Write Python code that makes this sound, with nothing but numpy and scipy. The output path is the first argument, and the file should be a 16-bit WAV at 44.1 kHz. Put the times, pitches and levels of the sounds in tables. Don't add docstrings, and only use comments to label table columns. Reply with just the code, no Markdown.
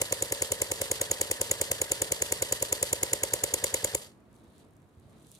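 import sys
import numpy as np
from scipy import signal
from scipy.fft import rfft, irfft, next_fast_len
from scipy.io import wavfile

SR = 44100
rng = np.random.default_rng(int(sys.argv[2]) if len(sys.argv) > 2 else 0)


def unload_wav(signal):
    wavfile.write(
        sys.argv[1],
        SR,
        np.round(np.clip(np.atleast_2d(signal).T, -1, 1) * 32767).astype(np.int16),
    )


N = 238111
TIME = np.arange(N) / SR

# t/s, relative level/dB
SHOTS = [(0.0179, -1.4), (0.1256, -2.9), (0.2251, -5.0), (0.3241, -3.9), (0.4226, -3.9), (0.5209, -3.2),
         (0.6195, -2.9), (0.718, -4.6), (0.8169, -5.2), (0.9161, -3.3), (1.0154, -3.7), (1.115, -2.4),
         (1.2146, -2.6), (1.3145, -2.1), (1.4147, -3.4), (1.515, -1.9), (1.6156, -2.5), (1.7163, -2.1),
         (1.8177, -4.3), (1.919, -2.8), (2.0202, -2.6), (2.1215, -2.2), (2.2226, -2.9), (2.3238, -3.8),
         (2.4243, -5.2), (2.5253, -2.5), (2.6264, -4.4), (2.7272, -2.5), (2.8292, -3.0), (2.931, -2.4),
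         (3.0325, -2.5), (3.1341, -2.7), (3.2359, -2.6), (3.3377, -2.1), (3.4392, -3.1), (3.5408, -2.8),
         (3.6426, -3.8), (3.7439, -3.2), (3.8461, -3.9), (3.95, -3.8)]
# f/Hz, relative level/dB
FINE_COLOUR = [(4000, -32), (6000, -5), (8000, -4), (10000, 0), (11500, -8.5), (14500, -13), (16000, -31.5)]
RIGHT_LAG = 8


def amp(db):
    return 10 ** (np.asarray(db) / 20)


def rms_one(x):
    return x / np.sqrt(np.mean(x ** 2) + 1e-20)


def clicks(times, gains):
    at = np.ravel(times)[:, None] * SR
    index = np.floor(at).astype(int) + np.arange(-12, 13)
    offset = index - at
    taps = np.sinc(offset) * np.cos(np.pi * offset / 27) ** 2
    out = np.full(N, 1e-18)
    inside = (index >= 0) & (index < N)
    np.add.at(out, index[inside], (taps * np.ravel(gains)[:, None])[inside])
    return out


def ring(x, hz, t60):
    r, w = amp(-60 / (t60 * SR)), 2 * np.pi * hz / SR
    return signal.lfilter([0, np.sin(w)], [1, -2 * r * np.cos(w), r * r], x)


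def coloured(x, spectrum):
    size = next_fast_len(N)
    hz, db = np.transpose(spectrum)
    grid = np.log(np.arange(size // 2 + 1) * SR / size + 1)
    curve = amp(np.interp(grid, np.log(hz), db, left=-80))
    return rms_one(irfft(rfft(x, size) * curve, size)[..., :N])


def pair(alike):
    a = np.clip(alike, 0, 1)
    shared, left, right = rng.standard_normal((3, N))
    return np.sqrt(a) * shared + np.sqrt(1 - a) * np.array([left, right])


def wobble(rate_hz):
    smooth = signal.butter(2, rate_hz, fs=SR, output="sos")
    return rms_one(signal.sosfilt(smooth, rng.standard_normal(N + SR))[SR:])


def rough_line(hz, width_hz):
    turn = 2 * np.pi * np.cumsum(hz * np.ones(N)) / SR
    return wobble(width_hz) * np.cos(turn) + wobble(width_hz) * np.sin(turn)


def lagged(x, count=RIGHT_LAG):
    x = x * np.ones((2, 1))
    return np.array([x[0], np.roll(x[1], count)])


def port(x, peaks):
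    for hz, width, db in peaks:
        w, a = 2 * np.pi * hz / SR, amp(db / 2)
        k = np.sin(w) * width / hz / 2
        x = signal.lfilter([1 + k * a, -2 * np.cos(w), 1 - k * a], [1 + k / a, -2 * np.cos(w), 1 - k / a], x)
    return x


def muzzle_crack():
    # left t/s, right t/s
    path_delays = [(-.0006, -.00052), (-.00021, -.00021), (-.0001, -.00006), (.00057, .0005),
                   (.00167, .0015), (.002, .0019), (.0197, .02)]
    # left level/dB, right level/dB
    path_levels = [(-10, -16), (3.5, -10), (.5, 1), (-11, -16), (-1, -7), (-5, -14), (-22, -34)]
    s, db = np.transpose(SHOTS)
    delays, levels = np.transpose(path_delays), np.transpose(path_levels)
    vary_db = 1.0 * rng.standard_normal((len(s), len(path_delays)))
    cracks = [clicks(s[:, None] + delays[c], amp(db[:, None] + levels[c] + vary_db - 0.5)) for c in (0, 1)]
    band = signal.butter(2, [3720, 14500], "band", fs=SR, output="sos")
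    return signal.sosfilt(band, cracks)


def air_jet():
    # f/Hz, relative level/dB
    jet_colour = [(800, -22), (1800, 3), (3000, 3), (5500, -15.5), (7000, 12.5), (8000, 8), (10000, 6.5),
                  (13000, -3), (17000, -10.5)]
    jet_db, start_s, end_s = -24, -0.003, 0.0012
    rise_db_per_s, fall_db_per_s = 15989.5, 3996.5
    s, db = np.transpose(SHOTS)
    nearest = np.searchsorted((s[1:] + s[:-1]) / 2, TIME)
    since = TIME - s[nearest]
    rise_db = rise_db_per_s * np.maximum(start_s - since, 0)
    fall_db = fall_db_per_s * np.maximum(since - end_s, 0)
    gate = amp(jet_db + .5 * db[nearest] - rise_db - fall_db)
    return lagged(gate * coloured(pair(alike=0.91), jet_colour), count=7)


def barrel():
    s, db = np.transpose(SHOTS)
    return ring(clicks(s - .0006, amp(db - 25)), 2186, 0.016)


def echo():
    # f/Hz, relative level/dB
    echo_colour = [(2500, -32), (5500, -10), (7500, 3.5), (10000, 3), (13000, -5.5), (14800, -10),
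                   (16000, -40)]
    echo_db, t60_s = -41, 0.29
    s = np.array(SHOTS)[:, 0]
    fired = np.zeros(N)
    fired[((s + .004) * SR).astype(int)] = 1
    power = signal.lfilter([1], [1, -amp(-120 / (t60_s * SR))], fired)
    return amp(echo_db) * np.sqrt(power) * coloured(pair(alike=0.39), echo_colour)


def muzzle():
    # f/Hz, width/Hz, level/dB
    muzzle_ring = [
        [(9870, 2900, 5), (6750, 940, 4)],
        [(6874, 630, 6), (10200, 2100, 3)],
    ]
    shot = air_jet() + muzzle_crack()
    return np.array([port(shot[c], muzzle_ring[c]) for c in (0, 1)]) + lagged(echo() + barrel())


def piston():
    # t/s from crack, knock direction, knock level/dB, shove direction, shove level/dB
    blows = [(-.0141, -1, -39, -1, -33.5), (-.0109, 1, -38.5, 1, -33.5), (-.0073, -1, -38, -1, -41.5),
             (-.0031, -1, -38, 1, -40), (.0016, 1, -28.5, -1, -46), (.0037, 1, -30, 1, -40),
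             (.0245, 1, -43, 1, -60), (.040, 1, -44, 1, -58)]
    # f/Hz, level/dB added to the knock, t60/s
    body = [(339, -8.5, .029), (420, -8, .033), (517, -9.5, .035), (560, 0, .028), (890, -9.5, .021),
            (706, -17, .03), (1500, -16, .015), (2150, -14, .012)]
    s = np.array(SHOTS)[:, :1]
    delay, knock_sign, knock_db, shove_sign, shove_db = np.transpose(blows)
    fired = np.ones((len(s), len(delay)))
    fired[-1, delay > .02] = 0
    times = s + delay + .00008 * rng.standard_normal(fired.shape)
    out = ring(clicks(times, fired * shove_sign * amp(shove_db)), 85, .054)
    for hz, db, t60 in body:
        vary_db = 0.48 * rng.standard_normal(fired.shape)
        out += ring(clicks(times, fired * knock_sign * amp(knock_db + db + vary_db)), hz, t60)
    return lagged(out)


def tooth_rattle():
    # f/Hz, relative level/dB
    rattle_colour = [(700, -3.5), (1200, 0), (2000, -7), (3000, 6), (4500, 5), (6000, 0.5), (8500, 1),
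                     (11000, -4), (12200, -3), (14800, -11.5), (16000, -42.5)]
    # f/Hz, width/Hz, level/dB
    left_treble = [(8700, 6800, 3)]
    hits = rng.random(N) < 2500 / SR
    hit_db = 1.6 * np.minimum(rng.exponential(1, N), 4)
    teeth = hits * amp(hit_db) * rng.choice([-1, 1], N)
    rattle = coloured(rms_one(teeth) + 1.55 * pair(alike=0.13), rattle_colour)
    rattle = np.array([port(rattle[0], left_treble), rattle[1]])
    return rattle + amp(-10) * rough_line(4620, 110)


def gearbox_drone():
    # f/Hz, relative level/dB
    drone_colour = [(40, -31), (110, -2), (250, -20.5), (400, -10.5), (520, -2.5), (680, -10), (950, -15),
                    (1300, -12), (2200, -12.5), (4000, -45)]
    # f/Hz, width/Hz, level/dB over the drone
    hums = [(442, 34, -8), (562, 25, -7), (950, 47, -9)]
    drone = coloured(pair(alike=1.0), drone_colour)
    return drone + sum(amp(db) * rough_line(hz, width) for hz, width, db in hums)


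def gear_whine(load):
    # multiple of the whine's pitch, level/dB
    whine_orders = [(1, -3), (1.549, -11), (2.299, -11)]
    free_hz, sag_hz, sag_bend = 1976, 433.4, 1.5
    lag_s, width_hz = .004, 160
    r = np.exp(-1 / (lag_s * SR))
    whine_hz = free_hz - sag_hz * signal.lfilter([1 - r], [1, -r], load ** sag_bend)
    return sum(amp(db) * rough_line(k * whine_hz, k * width_hz) for k, db in whine_orders)


def gears():
    pick_up, let_go = .24, .87
    s = np.array(SHOTS)[:, 0]
    cycle_times = np.r_[2 * s[0] - s[1], s, 2 * s[-1] - s[-2]]
    share = np.interp(TIME, cycle_times, np.arange(len(s) + 2)) % 1
    period = np.mean(np.diff(s))
    after = TIME - s[-1]
    pulling = (share > pick_up) & (share < let_go) & (after < 0)
    load = pulling * (share - pick_up) / (let_go - pick_up)
    catch_db = 4 * pulling * np.exp(-np.abs(share - pick_up) * period / 0.0026)
    rattle_db = -40.5 - 5 * load + catch_db - 1.5 * ~pulling - 6 * (share > let_go)
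    drone_db = -48 - 2.5 * load
    whine_db = -54 + 7 * np.minimum(load / .4, 1) + catch_db
    slowing_db = -47 * after - 245 * np.maximum(after - .11, 0)
    rattle_db = np.where(after > 0, -47 + slowing_db, rattle_db)
    drone_db = np.where(after > 0, -51.5 + slowing_db, drone_db)
    whine_db = np.where(after > 0, -64 + slowing_db, whine_db)
    rattle = amp(rattle_db + 2.26 * wobble(60)) * tooth_rattle()
    return lagged(rattle + amp(drone_db) * gearbox_drone() + amp(whine_db) * gear_whine(load))


def kit_ticks():
    # t/s, level/dB, left over right/dB
    kit = [(4.3296, -60, -0.5), (4.3424, -60, -6), (4.3545, -58, 4.5), (4.3614, -57, 0.5),
           (4.3774, -63, -1.0), (4.3984, -63, 0.5), (4.4418, -60, -2.0), (4.4997, -67, -1.0),
           (4.581, -53, 2), (4.6488, -61, 0.5), (4.7084, -62, -2.0), (4.7671, -58, -1.0),
           (4.999, -60.5, 0.5), (5.0274, -71, 0.0), (5.2689, -50, 1.0), (5.3165, -41.5, 2),
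           (5.3507, -46, 0.0)]
    s, db, pan = np.transpose(kit)
    chance = (rng.random(N) < 18 / SR) * (TIME > 4.2)
    small = chance * amp(-69 + 3.0 * rng.standard_normal(N))
    taps = [clicks(s, amp(db + side * pan / 2)) + small for side in (1, -1)]
    fading = signal.lfilter([1], [1, -amp(-60 / (0.0058 * SR))], taps)
    return fading * coloured(pair(alike=0.3), FINE_COLOUR)


def cloth():
    # peak t/s, hiss level/dB, rasp level/dB, swell/(dB/s), fade/(dB/s), both for the hiss
    rubs = [(4.36, -76, -80, 330, 170), (4.61, -68, -69, 150, 500), (5.35, -62, -66, 80, 70)]
    # f/Hz, relative level/dB
    rasp_colour = [(1200, -23), (2500, -7), (3800, 4), (4800, -3), (6000, -17), (8000, -31.5)]
    s, fine_db, rasp_db, swell, fade = np.transpose(rubs)[:, :, None]
    shape_db = -np.maximum((s - TIME) * swell, (TIME - s) * fade)
    snaps = rng.random(N) < 400 / SR
    crackle = rms_one(snaps * rng.standard_normal(N))
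    fine = amp(-84.5) + amp(fine_db + shape_db).sum(axis=0)
    rasp = amp(-87) + amp(rasp_db + shape_db / 1.5).sum(axis=0)
    out = 0
    for level, colour in ((fine, FINE_COLOUR), (rasp, rasp_colour)):
        flutter = amp(1.8 * wobble(40))
        out = out + level * flutter * coloured(pair(alike=0.078) + .6 * crackle, colour)
    return (TIME > SHOTS[-1][0]) * out


def boot_thuds():
    # t/s, level/dB
    thuds = [(4.969, -39.5), (5.055, -43.5)]
    s, db = np.transpose(thuds)
    return ring(clicks(s, amp(db)), 90, 0.067)


def breeze():
    # f/Hz, relative level/dB
    air_colour = [(18, -47.5), (30, -14.5), (81, -7.5), (109, -4.5), (184, -8), (311, -12), (355, -12.5),
                  (540, -20), (684, -19.5), (801, -23.5), (1100, -23.5), (2170, -32.5), (2750, -37.5),
                  (16000, -63.5)]
    # t/s, level/dB
    gusts = [(0, -59), (4.2, -58), (4.6, -56.5), (4.85, -59), (5.15, -56.5), (5.4, -56.5)]
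    low = signal.butter(1, 900, fs=SR, output="sos")
    near, apart = pair(alike=0.88), pair(alike=0)
    noise = signal.sosfilt(low, near - apart) + apart
    gust_db = np.interp(TIME, *np.transpose(gusts)) + 0.99 * wobble(4.2)
    return coloured(noise, air_colour) * amp(gust_db)


def scene():
    return muzzle() + piston() + gears() + kit_ticks() + cloth() + boot_thuds() + breeze()


def record(dry):
    # f/Hz, width/Hz, level/dB
    left_port = [(2146, 120, -17.5), (4600, 3000, -4), (8800, 19000, 1), (100, 64, -4), (520, 37, -0.5)]
    right_port = [(1500, 500, -4.5), (2200, 500, 3), (11000, 4000, -3), (560, 300, 2), (7400, 2500, 3)]
    x = np.array([port(dry[0], left_port), port(dry[1], right_port)])
    hiss = coloured(pair(alike=0), [(1000, -5.5), (14500, -8.0), (16000, -14.5)])
    x = x + amp(-82.5) * hiss
    x = signal.sosfilt(signal.butter(5, 58, "high", fs=SR, output="sos"), x)
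    return signal.sosfilt(signal.cheby2(16, 100, 17200, fs=SR, output="sos"), x)


dry = scene()
out = record(dry)
unload_wav(out)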